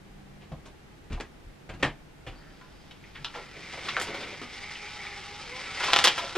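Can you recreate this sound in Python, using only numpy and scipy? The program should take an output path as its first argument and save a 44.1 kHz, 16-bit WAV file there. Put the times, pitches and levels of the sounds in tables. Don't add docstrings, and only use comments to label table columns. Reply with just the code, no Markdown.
import sys
import numpy as np
from scipy import signal
from scipy.fft import rfft, irfft, next_fast_len
from scipy.io import wavfile

SR = 44100
rng = np.random.default_rng(int(sys.argv[2]) if len(sys.argv) > 2 else 0)


def to_wav(sig):
    pcm = np.clip(np.atleast_2d(sig), -1, 1) * 32767
    pcm = np.round(pcm).astype(np.int16)
    wavfile.write(sys.argv[1], SR, pcm.T)


N = 280957
TIME = np.arange(N) / SR

# (frequency [Hz], level [dB])
SLAT_COLOUR = [(60, -22), (150, -32), (215, -10), (330, -4.5), (1000, 4), (1600, 3), (2400, 2.5),
               (3300, 4.5), (5000, -5), (7500, -16), (10500, -28), (15000, -39)]
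# (frequency [Hz], level [dB], time to fall by 60 dB [s])
BLIND_RINGING = [(401, 7, 0.4), (513, 5, 0.15), (687, 11, 0.3), (819, 15, 0.42), (1012, 14, 0.36),
                 (1210, 7.5, 0.5), (1346, 14, 0.55), (1384, 10, 0.4), (1890, 9, 0.25), (2985, 0, 0.3),
                 (3166, 4.5, 0.4), (3342, 6, 0.4)]
# (frequency [Hz], level [dB], 60 dB fall [s])
HEADRAIL_RINGING = [(486, 3.5, 0.045), (836.5, 10, 0.079), (1212, -17, 0.14), (1330, 0, 0.032)]
# (time [s], ring level [dB])
RING_FREEDOM = [(3.3, -7), (4.2, -22), (4.7, -15), (5.95, -3), (6.08, -8)]
# (time [s], cord rasp level [dB])
FIRST_TOUCH = (2.3, -67.5)


def undb(db):
    return 10 ** (np.asarray(db) / 20)


def unit(x):
    return x / np.sqrt(np.mean(x ** 2))


def follow(points, at=TIME, before=None):
    return np.interp(at, *np.transpose(points), left=before)


def shape(points, hz):
    f, db = np.transpose(points)
    return np.interp(np.log(hz + 1), np.log(f), db)


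def convolve(x, response):
    return signal.fftconvolve(x, response)[:len(x)]


def colour(x, points, centre_hz=1000, emphasis_db=0, octaves=0.66, size=4096):
    hz = np.fft.rfftfreq(size, 1 / SR)
    hump = np.exp(-.5 * (np.log2((hz + 1) / centre_hz) / octaves) ** 2)
    db = shape(points, hz) + emphasis_db * hump
    cepstrum = irfft(np.log(undb(db)))
    cepstrum[1:size // 2] *= 2
    cepstrum[size // 2 + 1:] = 0
    return convolve(x, irfft(np.exp(rfft(cepstrum))))


def ring(x, modes):
    t = TIME[:SR // 2]
    response = 0
    for hz, db, t60 in modes:
        decay = np.log(1000) / t60
        peak = undb(db) * 2 * decay / SR
        response = response + peak * np.exp(-decay * t) * np.cos(2 * np.pi * hz * t)
    return convolve(x, response)


def walk(rate):
    knots = rng.standard_normal(N // 100)
    return np.interp(TIME * rate, np.arange(len(knots)), knots)


def slips(rate, scatter_db):
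    happens = rng.random(N) < rate / SR
    direction = rng.choice([-1, 1], N)
    return happens * direction * undb(scatter_db * rng.standard_normal(N))


def tick(smear_s):
    t = TIME[:SR // 2]
    hz = np.fft.rfftfreq(len(t), 1 / SR)
    lag_s = smear_s * np.interp(hz, np.linspace(0, SR / 2, 36), rng.random(36))
    phase = 2 * np.pi * np.cumsum(lag_s) * hz[1]
    return irfft(np.exp(-1j * phase), len(t)) * (t < .1)


def contact(spread, clean_s=.0025, smear_s=.0015):
    t = TIME[:SR // 2]
    touches = rng.standard_normal(len(t)) * undb(4.1 * rng.standard_normal(len(t)))
    touches *= np.exp(-t / spread) * (1 - np.exp(-2 * t / spread))
    touches /= np.sqrt(np.sum(touches ** 2))
    tick_share = np.exp(-spread / clean_s)
    return tick_share * tick(smear_s) + (1 - tick_share) * touches


def reverb(t60_low=0.19, t60_high=0.1, wet_db=-3, build_s=0.0023):
    t = TIME[:SR // 2]
    noise = rng.standard_normal(len(t))
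    low = signal.sosfilt(signal.butter(1, 3000, fs=SR, output="sos"), noise)
    high = noise - low
    tail = low * 1e3 ** (-t / t60_low) + high * 1e3 ** (-t / t60_high)
    tail *= 1 - np.exp(-t / build_s)
    return undb(wet_db) * tail / np.sqrt(np.sum(tail ** 2))


def bedroom(x, bounce=0.49, tail_db=0, likeness=0.26):
    # (frequency [Hz], level [dB])
    width = [(60, -40), (130, -30), (300, -15), (700, -26), (1300, -25), (2200, -22), (3300, -12),
             (4400, -5.5), (6500, 0), (8200, 1), (11000, 11), (15000, 15)]
    left_db = .18
    early = np.zeros(SR // 2)
    early[0] = 1
    early[int(rng.uniform(.0052, .0059) * SR)] = bounce
    tail = reverb()
    across_tail = likeness * tail + np.sqrt(1 - likeness ** 2) * reverb()
    mid = convolve(x, early + undb(tail_db) * tail)
    across = convolve(x, early + undb(tail_db) * across_tail)
    size = next_fast_len(len(x) + SR // 2)
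    side_gain = undb(shape(width, np.fft.rfftfreq(size, 1 / SR)))
    side = irfft(1j * rfft(across, size) * side_gain, size)[:len(x)]
    return np.array([(mid + side) * undb(left_db), (mid - side) * undb(-left_db)])


def add(track, s, sound, db, tail_db=0):
    # (time [s], gain [ratio])
    ceiling = [(4.0, 0.25), (5.9, 0.6)]
    start = int(s * SR)
    blow = sound * undb(db) * np.sqrt(SR / 100 / np.sum(sound ** 2))
    heard = bedroom(blow, follow(ceiling, s), tail_db)
    track[:, start:start + heard.shape[1]] += heard[:, :max(N - start, 0)]


def room_tone(apart_hz=150, hum_waver_db=2, mid_db=1.0, side_db=0.0):
    # (frequency [Hz], level [dB])
    air = [(12, -76.5), (20, 0.5), (43, -0.5), (108, -7), (153, -3.5), (205, -9), (324, -9.5), (583, -17),
           (742, -17), (826, -14.5), (919, -20.5), (1940, -21.5), (12000, -42), (15600, -49), (22000, -120)]
    # (frequency [Hz], level at first [dB], level later [dB])
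    hum = [(38, -60, -79), (92.2, -66, -64.5), (145, -60.5, -66.5), (198.7, -59.5, -70.5)]
    air_db, shift_s = -53.5, 0.44
    mid = unit(colour(rng.standard_normal(N), air)) * undb(air_db + mid_db)
    side = unit(colour(rng.standard_normal(N), air)) * undb(air_db + side_db)
    side = signal.sosfilt(signal.butter(2, apart_hz, "high", fs=SR, output="sos"), side)
    for hz, first_db, later_db in hum:
        db = np.interp(TIME, [shift_s, shift_s + 0.054], [first_db, later_db])
        tone = unit(np.sin(2 * np.pi * hz * TIME + 0.63 * walk(2.9)))
        mid = mid + tone * undb(db + hum_waver_db * walk(7.2))
    return np.array([mid + side, mid - side])


def footsteps(tail_db=1.0):
    # (time [s], level [dB], spread of the contact [s], centre [Hz],
    # emphasis there [dB], floor thud level [dB])
    footfalls = [(.408, -52, 0.021, 3000, 6, -72), (0.513, -36.5, 0.011, 160, 25.5, -38),
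                 (.517, -42.5, 0.0068, 740, 16, -59), (0.653, -46.5, 0.013, 7500, 7, -47),
                 (1.099, -42.5, 0.013, 260, 10.5, -33), (1.117, -40, 0.016, 2950, 6, -31.5),
                 (1.171, -45.5, 0.0085, 850, 26, -51), (1.1999, -37.5, 0.0039, 1100, 3, -46),
                 (1.43, -81, 0.0326, 400, -2, -40.5), (1.6905, -39, 0.0095, 1850, 2.5, -39.5),
                 (1.735, -40, 0.0107, 111, 18.5, -48), (1.793, -38.5, 0.022, 98, 19, -50),
                 (1.8264, -22.5, 0.0055, 1910, 5, -33), (1.838, -28.5, .016, 246, 2.5, -50),
                 (2.264, -38, 0.015, 2550, 5.5, -43), (3.172, -45.5, 0.029, 109, 22, -48)]
    # (time [s], level [dB], centre [Hz], emphasis there [dB])
    board_cracks = [(1.1295, -52, 7000, 18), (1.2068, -42.5, 1730, 11), (1.2082, -44, 6860, 13),
                    (1.8304, -25.5, 2010, 9)]
    # (frequency [Hz], level [dB])
    board_colour = [(60, -18), (140, 12.5), (215, -0.5), (300, 8), (600, 3.5), (1150, -2.5), (1700, -3),
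                    (2400, -4), (3300, -7), (5000, -16.5), (8500, -25.5), (14000, -53)]
    # (frequency [Hz], level [dB], time to fall by 60 dB [s])
    floor_ringing = [(35.4, 19, 0.32), (68, 12.5, 0.17), (107, 3.5, 0.28), (164, -8, 0.05), (287, -3, 0.29)]
    hardest_heel_s, doubling_db = 0.00033, 22
    out, t = np.zeros((2, N)), TIME[:SR // 2]
    heaviest_db = max(step[1] for step in footfalls)
    for s, db, spread, hz, emphasis_db, thud_db in footfalls:
        heel_s = hardest_heel_s * 2 ** ((heaviest_db - db) / doubling_db)
        knock = colour(contact(spread), board_colour, hz, emphasis_db)
        thud = ring(t * np.exp(-t / heel_s), floor_ringing)
        add(out, s, knock, db, tail_db)
        add(out, s + spread / 2, thud, thud_db, tail_db)
    for s, db, hz, emphasis_db in board_cracks:
        crack = colour(tick(smear_s=0.00309), board_colour, hz, emphasis_db)
        add(out, s, crack, db, tail_db)
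    return out


def slat(s, touch, hz, emphasis_db):
    knock = colour(touch, SLAT_COLOUR, hz, emphasis_db)
    return knock + undb(follow(RING_FREEDOM, s)) * ring(knock, BLIND_RINGING)


def clatter(tail_db=1.5):
    # (time [s], level [dB], spread of the contact [s], centre [Hz],
    # emphasis there [dB])
    clacks = [(2.38, -52, 0.094, 1690, 34), (2.611, -50, 0.0027, 1350, 19), (2.908, -48, 0.0053, 3780, 3),
              (3.039, -50, 0.0019, 2180, 34), (3.149, -41, 0.014, 2020, 16), (3.2449, -32, 0.0036, 3600, 9),
              (3.339, -39, 0.012, 1300, 19), (3.8837, -32.5, 0.0036, 1490, 13),
              (3.8875, -31, 0.0027, 4000, 12), (3.969, -30.5, 0.0041, 1500, 19),
              (3.998, -37, 0.0034, 9000, 15), (4.011, -34.5, 0.012, 9900, 17.5),
              (4.068, -42, .008, 1320, 14), (4.14, -39, 0.0066, 1210, 12), (4.231, -42, 0.0055, 2680, 24),
              (4.754, -42, 0.0033, 2340, 25), (5.049, -42, 0.0079, 1920, 10),
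              (5.803, -27.5, 0.0076, 1100, 10), (5.832, -29, 0.015, 1190, -1),
              (5.883, -27, 0.0032, 940, 10), (6.0402, -17, 0.0034, 9300, 11),
              (6.0462, -18, 0.0048, 8250, 7), (6.076, -21, 0.0037, 1310, -8),
              (6.177, -27, 0.0091, 3900, -3)]
    # (time [s], level [dB], spread of the contact [s], centre [Hz])
    bumps = [(3.344, -36, 0.025, 476), (3.545, -45.5, 0.033, 393), (3.729, -43, 0.012, 493),
             (3.77, -40.5, 0.012, 500), (3.845, -35.5, 0.035, 307), (3.97, -32.5, .006, 530),
             (4.006, -37.5, 0.0039, 394), (4.067, -35.5, 0.026, 390), (4.135, -35, 0.022, 374),
             (4.195, -36, 0.034, 340), (4.259, -43, 0.019, 373), (4.32, -42.5, 0.013, 416),
             (4.415, -40.5, 0.0028, 343), (6.045, -37, 0.02, 423), (6.215, -34, 0.023, 495),
             (6.351, -26.5, 0.013, 382)]
    # (time [s], level [dB], centre [Hz],
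    # emphasis there [dB])
    snaps = [(3.9659, -24, 1610, 24), (4.0136, -33, 1800, 19), (5.808, -51, 1490, 6),
             (5.8385, -30, 2500, -1), (5.9037, -31, 2600, 5), (5.9325, -16, 3450, 2.5),
             (5.9617, -18, 3000, 3), (5.9883, -20.5, 4350, 3), (6.0719, -18.5, 3830, 1)]
    bump_emphasis_db = 18
    snap_smear_s, snap_tail_db = .0024, -4
    out = np.zeros((2, N))
    for s, db, spread, hz, emphasis_db in clacks + [(*bump, bump_emphasis_db) for bump in bumps]:
        add(out, s, slat(s, contact(spread), hz, emphasis_db), db, tail_db)
    for s, db, hz, emphasis_db in snaps:
        add(out, s, slat(s, tick(snap_smear_s), hz, emphasis_db), db, snap_tail_db)
    return out


def effort():
    # (time [s], cord rasp level [dB])
    pull_levels = [(3.1, -64), (3.35, -54), (3.52, -56), (3.7, -49), (3.85, -44.5), (3.94, -45.5),
                   (4.1, -48), (4.5, -49), (4.72, -44.5), (5.0, -47), (5.45, -46.5), (5.7, -42.5),
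                   (5.79, -38.5), (5.9, -34.5), (5.99, -31.5), (6.15, -40.5), (6.37, -45)]
    return undb(follow([FIRST_TOUCH, *pull_levels], before=-120))


def rattle(per_s=55, scatter_db=2.0, spread_s=0.0033, ring_db=-10, level_db=-13):
    taps = convolve(slips(per_s, scatter_db), contact(spread_s))
    taps = colour(taps, SLAT_COLOUR)
    ringing = undb(ring_db) * ring(taps, BLIND_RINGING)
    return bedroom(unit(taps + ringing) * effort() * undb(level_db))


def squeaks(rough_db=5.0):
    # (time [s], pitch [Hz], level [dB], length [s], glide [Hz per s])
    squeak_list = [(2.38, 4680, -65, .035, 1200), (2.53, 4800, -72, 0.1, 1000), (2.79, 4880, -71, .08, 400),
                   (5.07, 1324, -54, 0.024, 0), (5.32, 5300, -62, .02, 0), (5.388, 1305, -57, .03, 300),
                   (5.7, 1310, -49, 0.027, 500)]
    waver_share, waver_per_s = 0.04, 400
    out = np.zeros(N)
    for s, hz, db, length, glide in squeak_list:
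        pitch = (hz + glide * (TIME - s)) * (1 + waver_share * walk(waver_per_s))
        tone = np.sin(2 * np.pi * np.cumsum(pitch) / SR)
        tone = unit(tone * undb(rough_db * walk(waver_per_s)))
        out += tone * undb(db) * np.exp(-((TIME - s) / length) ** 2)
    return bedroom(out)


def cord_tone(curve, partials_db, waver_share=0.0281, rough_db=2.0, patchy_db=3.0):
    s, hz, db = np.transpose(curve)
    pitch = np.interp(TIME, s, hz) * (1 + waver_share * walk(120))
    phase = 2 * np.pi * np.cumsum(pitch) / SR
    tone = 0
    for k, partial_db in enumerate(partials_db, 1):
        partial_level_db = partial_db + rough_db * walk(60) + patchy_db * walk(9.9)
        tone = tone + np.sin(k * phase) * undb(partial_level_db)
    return unit(tone) * undb(np.interp(TIME, s, db, left=-120, right=-120))


def groan(level_db=-3.5):
    # (time [s], pitch [Hz], level [dB])
    groan_curve = [(4.398, 310, -58), (4.412, 285, -51), (4.419, 262, -39), (4.432, 243, -43),
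                   (4.45, 246, -41), (4.472, 255, -45), (4.49, 255, -60)]
    partials_db = [3, -21, -4, -16, -2]
    tone = cord_tone(groan_curve, partials_db, waver_share=.06, rough_db=4, patchy_db=1)
    return bedroom(tone * undb(level_db), bounce=.2, tail_db=-7)


def whirr(rail_db=0, level_db=-5):
    # (time [s], pitch [Hz], level [dB])
    whirr_curve = [(4.52, 375, -67), (4.65, 410.5, -51), (4.73, 444.4, -58), (4.83, 423.2, -56),
                   (4.98, 411, -55.5), (5.08, 405, -57), (5.2, 402.3, -53), (5.3, 408, -51),
                   (5.38, 421, -55.5), (5.45, 455, -57), (5.52, 492, -50), (5.61, 535, -54),
                   (5.75, 584, -64)]
    partials_db = [-3, 0, -9]
    tone = cord_tone(whirr_curve, partials_db) * undb(level_db)
    return bedroom(tone + undb(rail_db) * ring(tone, HEADRAIL_RINGING))


def lock_scrape(flutter_db=1.5, level_db=-1):
    # (time [s], level [dB])
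    scrape_levels = [(3.0, -66), (3.3, -67), (3.36, -50), (3.5, -56), (3.75, -47.5), (4.1, -45.5),
                     (4.4, -47), (4.48, -53.5), (4.68, -46), (4.81, -49), (4.88, -46), (4.94, -50),
                     (5.05, -45.5), (5.2, -51), (5.45, -54), (5.53, -46), (5.74, -48), (5.84, -39.5),
                     (6.1, -50), (6.37, -52.5)]
    resonances_hz = [2050, 2270]
    width_hz, wander_share = 330, .025
    low_pass = signal.butter(2, width_hz / 2, fs=SR, output="sos")
    scrape = 0
    for hz in resonances_hz:
        centre = hz * (1 + wander_share * walk(14))
        friction = slips(rate=350, scatter_db=4.0) * np.exp(2j * np.pi * rng.random(N))
        rings = signal.sosfilt(low_pass, friction)
        carrier = np.exp(2j * np.pi * np.cumsum(centre) / SR)
        scrape = scrape + np.real(rings * carrier) * undb(flutter_db * walk(30))
    return bedroom(unit(scrape) * undb(level_db + follow(scrape_levels, before=-120)))


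def sway():
    # (time [s], slat shuffle level [dB])
    jolts = [(2.36, -57.5), (4.1, -43.5), (6.0, -43.5)]
    rise_db_per_s, fall_db_per_s = 29, 39
    power = 0
    for s, db in jolts:
        drop_db = np.maximum(rise_db_per_s * (s - TIME), fall_db_per_s * (TIME - s))
        power = power + undb(db - drop_db) ** 2
    return np.sqrt(power) * (TIME > FIRST_TOUCH[0])


def pull(cord_db=1.0, rail_db=-5, shuffle_db=-1):
    # (frequency [Hz], level [dB])
    cord_colour = [(300, -19), (1000, -5.5), (1750, -5), (2300, -4.5), (2700, -4), (3500, -6), (4400, -10),
                   (5100, -8), (6500, -17), (9000, -23), (11500, -46), (15000, -89)]
    # (frequency [Hz], level [dB])
    shuffle_colour = [(60, -14), (110, 7.5), (210, -1), (290, 7.5), (380, 2), (560, -1), (800, -6.5),
                      (1500, -0.5), (4000, -70)]
    guides_hz = [2950, 3780, 5170]
    guide_emphasis_db = 3
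    rasp, slide = effort(), sway()
    rail_level_db = rail_db + follow(RING_FREEDOM) / 2
    low_pass = signal.butter(2, 5000, fs=SR, output="sos")
    out = 0
    for guide_hz in guides_hz:
        friction = slips(rate=600, scatter_db=4.0) * undb(2.2 * walk(32))
        singing = sum(ring(friction, [mode]) * undb(3.5 * walk(18)) for mode in HEADRAIL_RINGING)
        cord = unit(colour(friction, cord_colour, guide_hz, guide_emphasis_db, octaves=0.3))
        rail = unit(signal.sosfilt(low_pass, singing))
        slats = unit(colour(slips(rate=330, scatter_db=6.0), shuffle_colour))
        pulled = rasp * (cord * undb(cord_db) + rail * undb(rail_level_db))
        out = out + bedroom(pulled + slats * slide * undb(shuffle_db))
    return out / np.sqrt(len(guides_hz))


def scene(steps_db=0.13, clatter_db=-0.8, pull_db=-2, squeak_db=-2):
    steps = undb(steps_db) * footsteps()
    slats = undb(clatter_db) * clatter() + rattle()
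    cord = undb(squeak_db) * squeaks() + groan() + whirr() + lock_scrape() + undb(pull_db) * pull()
    return room_tone() + steps + slats + cord


def record(dry):
    top_hz = 15300
    return signal.sosfilt(signal.ellip(8, .2, 70, top_hz, fs=SR, output="sos"), dry)


dry = scene()
out = record(dry)
to_wav(out)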